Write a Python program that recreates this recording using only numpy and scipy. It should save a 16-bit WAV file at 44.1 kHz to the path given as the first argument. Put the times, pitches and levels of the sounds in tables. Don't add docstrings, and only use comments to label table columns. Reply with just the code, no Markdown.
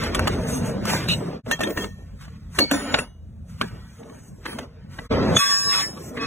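import sys
import numpy as np
from scipy import signal
from scipy.fft import rfft, irfft, next_fast_len
from scipy.io import wavfile
from scipy.ndimage import uniform_filter1d

SR = 44100
rng = np.random.default_rng(int(sys.argv[2]) if len(sys.argv) > 2 else 0)


def how_loud(loudness_db):
    steps = np.asarray(loudness_db, float) / 20
    return 10 ** steps


def wav_record(signal):
    frames = np.transpose(np.atleast_2d(signal))
    bounded = np.clip(frames, -1, 1)
    quanta = np.round(bounded * 32767).astype(np.int16)
    wavfile.write(sys.argv[1], SR, quanta)


N = 276242
TIME = np.arange(N) / SR


def level(x, db):
    return x * how_loud(db) / np.sqrt(np.mean(x ** 2))


def colour(x, points):
    hz, db = np.transpose(points)
    size = next_fast_len(len(x))
    f = np.maximum(np.fft.rfftfreq(size, 1 / SR), 1)
    gain = how_loud(np.interp(np.log(f), np.log(hz), db))
    return irfft(rfft(x, size) * gain, size)[:len(x)]


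def walk(rate, size=N):
    k = int(SR / rate)
    held = np.repeat(rng.standard_normal(size // k + 1), k)
    return 1.03 * uniform_filter1d(uniform_filter1d(held, k), k)[:size]


def mode(x, hz, t60):
    pole = np.exp(2j * np.pi * hz / SR - np.log(1000) / (t60 * SR))
    return signal.lfilter([1], [1, -pole], x).imag


def strokes(t, s, hold, db, rise, fall):
    power = 0
    for start, held, peak_db, fade in np.broadcast(s, hold, db, fall):
        swelling_db = abs(rise) * np.maximum(start - t, 0)
        fading_db = abs(fade) * np.maximum(t - start - held, 0)
        power = power + how_loud(2 * (peak_db - swelling_db - fading_db))
    return np.sqrt(power)


def grains(per_s, spread_db, smear_s):
    size = (rng.random(N) < per_s / SR) * how_loud(spread_db * rng.exponential(size=N))
    puffs = signal.lfilter([1], [1, -np.exp(-1 / (smear_s * SR))], size)
    return (puffs + 3.6 * np.mean(puffs)) * rng.standard_normal(N)


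def steel(x, lo_hz, hi_hz, t60, share, count):
    t, rings = TIME[:SR // 8], 0
    for _ in range(2):
        hz = lo_hz * (hi_hz / lo_hz) ** rng.random(count)
        phase = 2 * np.pi * rng.random(count)
        partials = np.sin(2 * np.pi * hz[:, None] * t + phase[:, None])
        ring = np.sum(partials, axis=0) * 1000 ** (-t / t60)
        rings = rings + signal.oaconvolve(x * np.maximum(walk(7), 0), ring)[:N]
    return level(x, 0) + share * level(rings, 0)


# (time [s], hold [s], level [dB])
BITES = [(0, 0.18, -28.5), (0.154, 0.24, -24.5), (0.396, 0.4, -28.5), (0.878, 0.085, -24), (0.97, 0.1, -36),
         (1.093, 0.1, -35.5), (1.207, 0.085, -28.5), (1.287, 0.095, -33), (1.471, 0.06, -27),
         (1.52, 0.028, -39), (1.605, 0.11, -23.5), (1.765, 0.095, -27), (1.989, 0.04, -47.5),
         (2.203, 0.046, -67), (2.591, 0.033, -22.5), (2.72, 0.033, -24.5), (2.754, 0.28, -35.5),
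         (3.619, 0.02, -27.5), (3.712, 0.076, -45.5), (3.997, 0.18, -40.5), (4.2, 0.25, -52),
         (4.459, 0.19, -34.5), (4.614, 0.28, -56), (4.986, 0.035, -37.5), (5.114, 0.24, -17),
         (5.424, 0.11, -43), (5.54, 0.14, -46), (5.654, 0.24, -37.5), (5.89, 0.076, -38.5),
         (5.97, 0.24, -37), (6.115, 0.16, -38), (6.112, 0.071, -41)]
# (time [s], hold [s], grinding level [dB], hiss above the grinding [dB])
SLIDE = [(0, 0.074, -27.5, -11), (0.137, 0.2, -32, -15), (0.287, 0.36, -41, -14), (0.494, 0.078, -35, -3),
         (0.662, 0.035, -37.5, -1), (0.868, 0.18, -32.5, -8), (0.897, 0.066, -24, -1.5),
         (1.104, 0.018, -39, 8), (1.489, 0.067, -44, -0.5), (1.618, 0.089, -43, 2.5),
         (1.784, 0.054, -36.5, 0.5), (1.913, 0.27, -61, -2.5), (2.403, 0.13, -60, -4.5),
         (4.287, 0.18, -66, 0.5), (4.652, 0.21, -62, -11), (2.214, 0.033, -44.5, -5.5),
         (2.283, 0.081, -53.5, -7), (2.566, 0.054, -37.5, -5.5), (2.74, 0.0076, -25, -20.5),
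         (2.759, 0.25, -35, -29), (3.497, .11, -55.5, -3), (3.61, 0.072, -46, -1), (3.71, 0.3, -55, -3),
         (4.057, 0.14, -55, -5.5), (4.234, 0.055, -58, 1), (4.465, 0.056, -37.5, -22),
         (4.524, 0.11, -46, -9), (4.924, 0.13, -50.5, -0.5), (5.123, 0.3, -32.5, -19.5),
         (5.411, 0.12, -20, -2.5), (5.52, 0.24, -36, 7), (5.735, 0.077, -13.5, 1),
         (5.902, 0.19, -48.5, -2.5), (6.15, 0.045, -45.5, -11), (6.228, 0.013, -31, -39)]
# (frequency [Hz], level [dB])
CRUSH = [(110, -38), (200, 0.5), (400, -1.5), (600, -4), (800, -12), (1500, -21), (2600, -39), (6000, -96)]
GRIND = [(500, -25), (900, -5), (1400, 0), (2600, -7), (4000, -11), (5500, -15), (7000, -32), (9000, -70)]
HISS = [(3500, -36), (5500, -4), (7500, 2), (10000, -3.5), (13000, 2.5), (15800, -9), (16000, -70)]


def teeth():
    crushing = steel(grains(460, 0.88, 0.0026), 121.0, 936, 0.07, 0.15, count=10)
    tearing = grains(1500, 2.8, .002)
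    crush = colour(crushing, CRUSH)
    grind = colour(steel(tearing, 700, 6000, .08, .25, count=30), GRIND) * how_loud(1.2 * walk(18))
    hiss = colour(steel(tearing, 5000, 15500, .15, 1.1, count=40), HISS) * how_loud(1.2 * walk(18))

    slow = TIME[::64]
    s, hold, grind_db, hiss_db = np.transpose(SLIDE)
    rise, fall = 430, 334
    crush_move = strokes(slow, *np.transpose(BITES), 1500, 495)
    grind_move = strokes(slow, s, hold, grind_db, rise, fall)
    hiss_move = strokes(slow, s, hold, grind_db + hiss_db, rise, fall)

    squeal_dip_db = np.interp(TIME, (5.39, 5.43, 5.86, 5.92), (0, -12, -12, 0))
    first_change_s, idle_wander_db = 1.42, 2.5
    out = 0
    for x, move, early_idle_db, late_idle_db, thinning in (
            (crush, crush_move, -31, -54, 0),
            (grind, grind_move, -43, -70, 1),
            (hiss, hiss_move, -57, -89, 1.4)):
        idle = how_loud(np.where(TIME < first_change_s, early_idle_db, late_idle_db + idle_wander_db * walk(4)))
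        gain = np.hypot(np.interp(TIME, slow, move), idle)
        out = out + level(x, 0) * gain * how_loud(thinning * squeal_dip_db)
    return out


# (frequency [Hz], level [dB])
BODY = [(120, -31), (250, -11), (600, -0.5), (1500, -8), (2800, -7), (4000, -11.5), (6000, -38.5)]


def strike(table, thud_db, contact_s):
    out, t = np.zeros(N + SR), TIME[:SR // 7] - .008
    after = np.maximum(t, 0) / max(contact_s, .001)
    bite = after ** 2 * np.exp(2 - 2 * after)
    rattle = 0.13 * (1 - np.exp(-after)) * np.exp(-t / 0.02)
    push = bite + rattle
    for s, db, hz, treble_db in table:
        noise, pick = rng.standard_normal((2, len(t))), rng.random((3, 12))
        force = push * noise[0] * (1.2 + np.abs(noise[1]) ** 3.13)
        main = mode(force, hz, 0.028)
        ring = sum(mode(force, 600 * 8.0 ** p, 0.04) for p in np.r_[pick[0], pick[2, 4:]])
        crack = colour(force, GRIND)
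        body = colour(force, BODY)
        tinkle = sum(mode(force, 5500 + 9500 * p, .035) for p in pick[1])
        treble = colour(force, HISS) + .02 * tinkle
        thud = sum(mode(force, 130 * 3.7 ** p, 0.053) for p in pick[2, :4])
        parts = ((main, -10), (ring, -11), (crack, -6), (body, -5),
                 (treble, treble_db + 6.5), (thud, thud_db))
        i = int((s - .01) * SR)
        out[i:i + len(t)] += sum(x / np.max(np.abs(x)) * how_loud(db + d) for x, d in parts)
    return out[:N]


# (time [s], peak level [dB], main mode [Hz], treble level [dB])
BLOWS = [(0.855, -23.5, 1375, -10), (1.462, -32, 875, -28.5), (1.512, -15, 1740, -5.5),
         (1.592, -17.5, 850, -19), (1.634, -12, 3640, -11), (1.704, -24, 605, -10),
         (1.773, -11.5, 1930, -19), (1.842, -17.5, 500, -24), (2.212, -42.5, 1900, -8),
         (2.279, -33.5, 1140, -31), (2.588, -9, 1860, -9.5), (2.716, -12, 2000, -17),
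         (2.991, -14, 1920, -14.5), (4.988, -19, 1980, -37.5), (5.974, -29.5, 1250, -26)]


def frame_blows():
    return strike(BLOWS, thud_db=-9.5, contact_s=0.004)


# (time [s], peak level [dB], main mode [Hz], treble level [dB])
CRACKS = [(0.038, -16.5, 850, -10), (0.195, -13.5, 1230, -15), (0.277, -7.5, 810, -12.5),
          (1.611, -16, 650, -10.5), (2.549, -31, 1590, -11), (2.945, -8, 1510, -29), (2.987, -7, 2700, -16),
          (3.615, -14, 1530, -18.5), (4.455, -16, 1790, -18), (4.587, -21, 1560, -14.5),
          (5.367, -5.5, 3320, -51), (6.172, -22, 2900, -36.5), (6.204, -32.5, 1150, -52.5)]


def tooth_cracks():
    return strike(CRACKS, thud_db=-18, contact_s=0.0035)


# (time [s], peak level [dB], main mode [Hz], treble level [dB])
SNAPS = [(.149, -11, 3430, -10.5), (.153, -13.5, 1475, -9.5), (.194, -3.5, 1540, -17),
         (.274, -11, 2900, -18.5), (.28, -6, 1286, -26), (.489, -23.5, 1140, -10.5),
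         (.855, -19, 1400, -7.5), (.902, -20.5, 2010, -10.5), (.936, -10, 990, -18),
         (1.087, -18.5, 2830, -4.5), (1.121, -24, 3950, -8.5), (1.514, -3.5, 1800, -18),
         (1.516, -13, 2700, -18.5), (1.607, -9.5, 660, -18.5), (1.675, -17.5, 494, -19.5),
         (2.59, -0.5, 2800, -22.5), (2.714, -8, 3520, -11.5), (2.944, -1.5, 710, -30.5),
         (2.947, -8, 810, -31.5), (3.614, -5.5, 1675, -31.5), (4.034, -33.5, 950, -27),
         (4.099, -34, 1114, -22.5), (4.464, -14.5, 2095, -21), (4.532, -28, 1880, -23),
         (4.591, -20, 1990, -19), (5.11, -22, 405, -39.5)]


def edge_snaps():
    return strike(SNAPS, thud_db=-32.5, contact_s=.0014)


def rub(rubbed_things):
    out = np.zeros(N)
    for peaks, rows in rubbed_things:
        s, hold, db, fade = np.transpose(rows)
        part = slice(int((s[0] - .05) * SR), int((s[-1] + .5) * SR))
        t = TIME[part]
        pressure = strokes(t, s, hold, db, 1400, fade)
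        for hz, width, peak_db in peaks:
            rough, t60 = min(width / 80, 1), 2.2 / width
            wavering_hz = hz + 0.23 * width * walk(33, size=len(t))
            tone = np.sin(2 * np.pi * np.cumsum(wavering_hz) / SR + hz)
            noise = mode(rng.standard_normal(len(t)), hz, t60)
            noise = noise * np.sqrt(2 * np.log(1000) / (t60 * SR))
            grip = pressure * how_loud(peak_db + 2.2 * walk(14, size=len(t)))
            out[part] += np.sqrt(2) * grip * (np.sqrt(1 - rough ** 2) * tone + rough * noise)
    return out


# (frequency [Hz], width [Hz], level [dB])
BEAM_ROOT = [(1136, 12, 0)]
WEB = [(1594, 12, 0)]
RIB = [(1782, 14, 0)]
LIP = [(2538, 22, 0)]
HEEL = [(3400, 30, 0)]
SEAM = [(2050, 320, 0)]
# (time [s], hold [s], pressure [dB], fade [dB/s])
SINGING = [
    (BEAM_ROOT, [(5.405, .03, -22.5, 250), (5.495, 0.028, -26.5, 150), (5.57, 0.11, -37.5, 149), (5.67, .03, -29.5, 150), (5.7, .1, -27.5, 400), (5.97, 0.012, -43, 400), (6.19, 0.026, -37.5, 300), (6.215, .05, -36.5, 300)]),
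    (WEB, [(5.4, .02, -36, 200), (5.425, .055, -32.5, 150), (5.515, 0.14, -37, 100), (5.7, 0.116, -40, 200), (6.2, .06, -39.5, 300)]),
    (RIB, [(5.39, 0.066, -36, 300), (5.51, .04, -29, 400), (5.635, 0.062, -31.5, 300), (5.795, 0.045, -32, 350), (6.19, 0.082, -44, 300)]),
    (LIP, [(5.39, 0.03, -26.5, 250), (5.5, .2, -45, 200), (5.73, .03, -34.5, 200), (5.765, .035, -33, 700), (6.2, 0.051, -39.5, 300)]),
    (HEEL, [(5.39, 0.031, -24.5, 600), (5.465, 0.061, -28.5, 498), (5.6, .05, -46, 200), (5.705, .02, -40, 200), (5.73, 0.067, -26, 700), (6.21, 0.037, -40, 300)]),
    (SEAM, [(5.42, 0.05, -33.5, 200), (5.56, .1, -60, 200), (5.725, 0.12, -33.5, 700), (6.174, .004, -30, 900), (6.21, 0.033, -40, 400)]),
]


def squealing_beam():
    return rub(SINGING)


# (frequency [Hz], width [Hz], level [dB])
TAB = [(2233, 16, 1), (4410, 67, 13.5), (5700, 27, -21.5), (6700, 27, -19.5)]
WHEEL = [(7050, 40, 3), (3530, 29, -9), (5860, 130, -5)]
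DISC = [(9474, 12, 0), (10852, 20, -4), (10100, 150, -2), (13600, 26, -7), (14600, 70, -16),
        (15700, 24, -9), (8718, 20, -8)]
CAP = [(9680, 110, 2), (8400, 160, -17.5), (7150, 48, -20.5), (6200, 150, -9.5)]
LEVER = [(3252, 52, 8), (6280, 83, -9), (7300, 50, -10)]
BOLT = [(2900, 16, 2), (6140, 20, -8), (3370, 27, -10), (3800, 19, -9.5)]
EDGE = [(3447, 49, -3), (6546, 120, -9)]
BEAM_LOW = [(1840, 30, -17), (2330, 24, -24), (2692, 30, -19), (2860, 24, -23), (3860, 30, -12),
            (4119, 22, -26), (4355, 22, -16)]
BEAM_HIGH = [(5125, 22, 14), (5230, 40, 8), (5402, 30, 12), (5870, 30, -4), (6352, 22, -7), (6455, 22, -4),
             (6562, 22, -4), (6701, 30, -1), (7137, 22, 0), (7798, 45, -3), (8718, 22, -2), (9174, 22, -9),
             (9360, 22, -8), (9475, 22, -5), (10118, 22, -11)]
FLANGE = [(10974, 22, -7), (11447, 22, -12), (12706, 30, -2), (12984, 30, -9), (13442, 22, -11),
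          (13900, 60, -16), (14048, 30, -11), (14279, 30, -10), (14715, 22, -11), (14790, 30, -14),
          (15405, 30, -11), (15650, 40, -20)]
# (time [s], hold [s], pressure [dB], fade [dB/s])
CUTTERS = [
    (TAB, [(2.605, 0.0022, -31, 210)]),
    (WHEEL, [(2.725, 0.027, -32.5, 307), (2.8, 0.13, -52.5, 296), (2.92, 0.08, -45.5, 500)]),
    (DISC, [(2.735, 0.03, -40, 138), (2.8, .22, -53, 304)]),
    (CAP, [(2.99, 0.0087, -31.5, 603)]),
    (LEVER, [(1.53, 0.014, -42, 400), (1.64, 0.028, -49.5, 400), (1.78, 0.0046, -44.5, 500), (1.815, 0.014, -42.5, 500)]),
    (BOLT, [(3.025, 0.052, -60, 119.5)]),
    (DISC + [(3170, 19, 5.1)], [(4.475, 0.049, -49.5, 240)]),
    (EDGE, [(5.368, 0.0043, -9.5, 901)]),
    (BEAM_LOW, [(5.39, 0.05, -21, 168), (5.5, 0.01, -24, 98), (5.56, .12, -31, 100), (5.69, 0.13, -26, 552), (5.97, 0.0057, -49, 253), (6.185, 0.056, -40, 300), (6.235, .03, -29, 304)]),
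    (BEAM_HIGH + FLANGE, [(5.395, 0.43, -41, 191), (5.505, 0.027, -38.5, 198), (6.215, 0.05, -56.5, 300)]),
]


def cutters_and_beam():
    return rub(CUTTERS)


# (frequency [Hz], width [Hz], level [dB])
CHIP = [(6400, 28, 5.2)]
TOOTH = [(2900, 120, 5), (2620, 200, 2), (3780, 120, 4), (4030, 140, 4.5), (15650, 130, -34.5)]
SPARK = [(15200, 900, 2), (13800, 500, -3)]
PIN = [(8230, 25, 0)]
BAR = [(1823, 22, -2), (3203, 45, -13), (2700, 60, -12), (4160, 40, -17), (6363, 60, -14), (5750, 60, -20),
       (7434, 50, -23), (11520, 20, -28)]
KNEE = [(287, 24, 0.006)]
# (time [s], hold [s], pressure [dB], fade [dB/s])
RUBBED = [
    (CHIP, [(.538, 0.008, -37.5, 502)]),
    (TOOTH, [(1.09, 0.045, -30.5, 800)]),
    (SPARK, [(1.52, .02, -50.5, 501.5), (1.61, .04, -54.5, 302), (1.695, 0.043, -42.5, 301.5), (1.775, 0.063, -48, 300)]),
    (PIN, [(1.105, .01, -43.5, 140)]),
    (BAR, [(1.519, 0.017, -19.5, 900), (1.612, 0.005, -26, 168), (1.779, 0.0052, -33, 169), (1.88, 0.15, -58, 400)]),
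    (KNEE, [(2.594, 0.0049, -25, 600), (2.72, 0.027, -22.5, 500)]),
]


def small_parts():
    return rub(RUBBED)


# (time [s], rumble level [dB], floor slab above the rumble [dB])
LOAD = [(0, -34.5, -2.5), (.15, -26.5, 0.5), (.4, -27, -2), (.9, -25.5, -15), (1.3, -27.5, -26.5),
        (1.41, -31, -27), (1.46, -37.5, -6), (2.1, -43.5, 5), (2.4, -39, -0.5), (3.1, -48.5, 8.5),
        (3.73, -35.5, -3.5), (3.95, -43, -6.5), (5.095, -43, 1.5), (5.108, -21.5, -4), (5.36, -19.5, -26.5),
        (5.41, -47, -14), (5.8, -40.5, -12), (6.26, -37.5, -19)]
# (frequency [Hz], level [dB])
RUMBLE = [(41, -19.5), (70, -7), (108, -1), (151, 0.5), (210, -4.5), (260, -17), (340, -32), (570, -120)]
SLAB_COLOUR = [(20, -54), (33, -30), (48, -12), (70, -15.5), (90, -11.5), (150, -71.5)]


def drive():
    slab = colour(rng.standard_normal(N), SLAB_COLOUR) * how_loud(1.4 * walk(6.5))
    rumble = colour(rng.standard_normal(N), RUMBLE) * how_loud(2.8 * walk(25) + 1.2 * walk(5.21))
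    s, *columns = np.transpose(LOAD)
    load_db, slab_db = [np.interp(TIME, s, c) for c in columns]
    return level(slab, 0) * how_loud(load_db + slab_db) + level(rumble, 0) * how_loud(load_db)


# (time of silence [s], fade out [s], fade in [s])
SPLICES = [
    (1.427, 0.069, 0.028),
    (5.086, 0.022, 0.029),
]


def change_scenes(dry):
    for s, fade_out, fade_in in SPLICES:
        fade = np.maximum((s - TIME) / fade_out, (TIME - s) / fade_in)
        dry = dry * np.clip(fade, .004, 1) ** 2
    return dry


# (frequency [Hz], level [dB])
MIC = [(30, -5), (60, -1.5), (3600, -0.5), (4700, 3), (5800, 0.5), (11000, -0.5), (12500, -4.5),
       (14000, -5)]
# (frequency [Hz], lead of the left [half turns per side], sway of that lead [same])
PORTS = [(30, 0, .03), (125, .015, .065), (250, .03, .07), (700, .12, .28), (1150, .04, .1),
         (3600, .24, .22), (4200, .48, .035), (5350, .525, .035), (5900, .95, .1), (7600, 1.0, .12),
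         (9500, 1.08, .24), (11300, 1.24, .14), (11900, 1.47, .045), (12900, 1.54, .045),
         (13500, 1.97, .09), (16000, 2.01, .05)]


def two_ports(dry):
    f, _, cells = signal.stft(colour(dry, MIC), SR, nperseg=2 ** 9)
    hz, turns, sway = np.transpose(PORTS)
    turns, sway = (np.interp(np.log(f + 1), np.log(hz), c)[:, None] for c in (turns, sway))
    waver = uniform_filter1d(rng.standard_normal(cells.shape), size=4, axis=0)
    waver = uniform_filter1d(waver, size=9, axis=1)
    lead = np.exp(1j * np.pi * (turns + sway * waver / np.std(waver)))
    return signal.istft(cells * np.array([lead, 1 / lead]), SR)[1][:, :N]


def scene():
    dry = teeth() + frame_blows() + tooth_cracks() + edge_snaps()
    dry = dry + squealing_beam() + cutters_and_beam() + small_parts() + drive()
    return two_ports(change_scenes(dry))


def thin(x):
    drop_db, drop_spread_db, drop_from_hz = -9, 8, 900
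    attack_keeps_db = 4
    overlap = 3 * 2 ** 9
    f, _, cells = signal.stft([x[0] + x[1], x[0] - x[1]], SR, nperseg=2 ** 11, noverlap=overlap)
    band = np.unique(np.floor(24 * np.log2(1 + f / 700)), return_inverse=True)[1]
    starts = np.flatnonzero(np.diff(band, prepend=-1))
    power = np.add.reduceat(np.abs(cells) ** 2, starts, axis=1) / np.bincount(band)[:, None]
    power = uniform_filter1d(power, size=3, axis=2) + 1e-18
    around = uniform_filter1d(np.sqrt(power.sum(axis=0)), size=9, axis=0) ** 2
    treble = around[len(around) // 2:].sum(axis=0)
    attack = treble > how_loud(2 * attack_keeps_db) * np.roll(treble, shift=3)
    luck = uniform_filter1d(rng.standard_normal(power.shape), size=13, axis=2)
    limit_db = drop_db + drop_spread_db * luck / np.std(luck)
    keep = (power > around * how_loud(2 * limit_db)) | attack
    keep = keep[:, band] | (f < drop_from_hz)[:, None]
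    mid, side = signal.istft(cells * keep, SR, noverlap=overlap)[1][:, :N]
    return np.array([mid + side, mid - side]) / 2


def top_cut(x):
    return signal.sosfilt(signal.butter(12, 15900, fs=SR, output="sos"), x)


def record(dry):
    mix = thin(0.88 * np.tanh(dry / 0.91))
    top = signal.ellip(8, .2, 70, 15850, fs=SR, output="sos")
    mix = signal.sosfilt(top, mix)
    return top_cut(mix)


dry = scene()
out = record(dry)
wav_record(out)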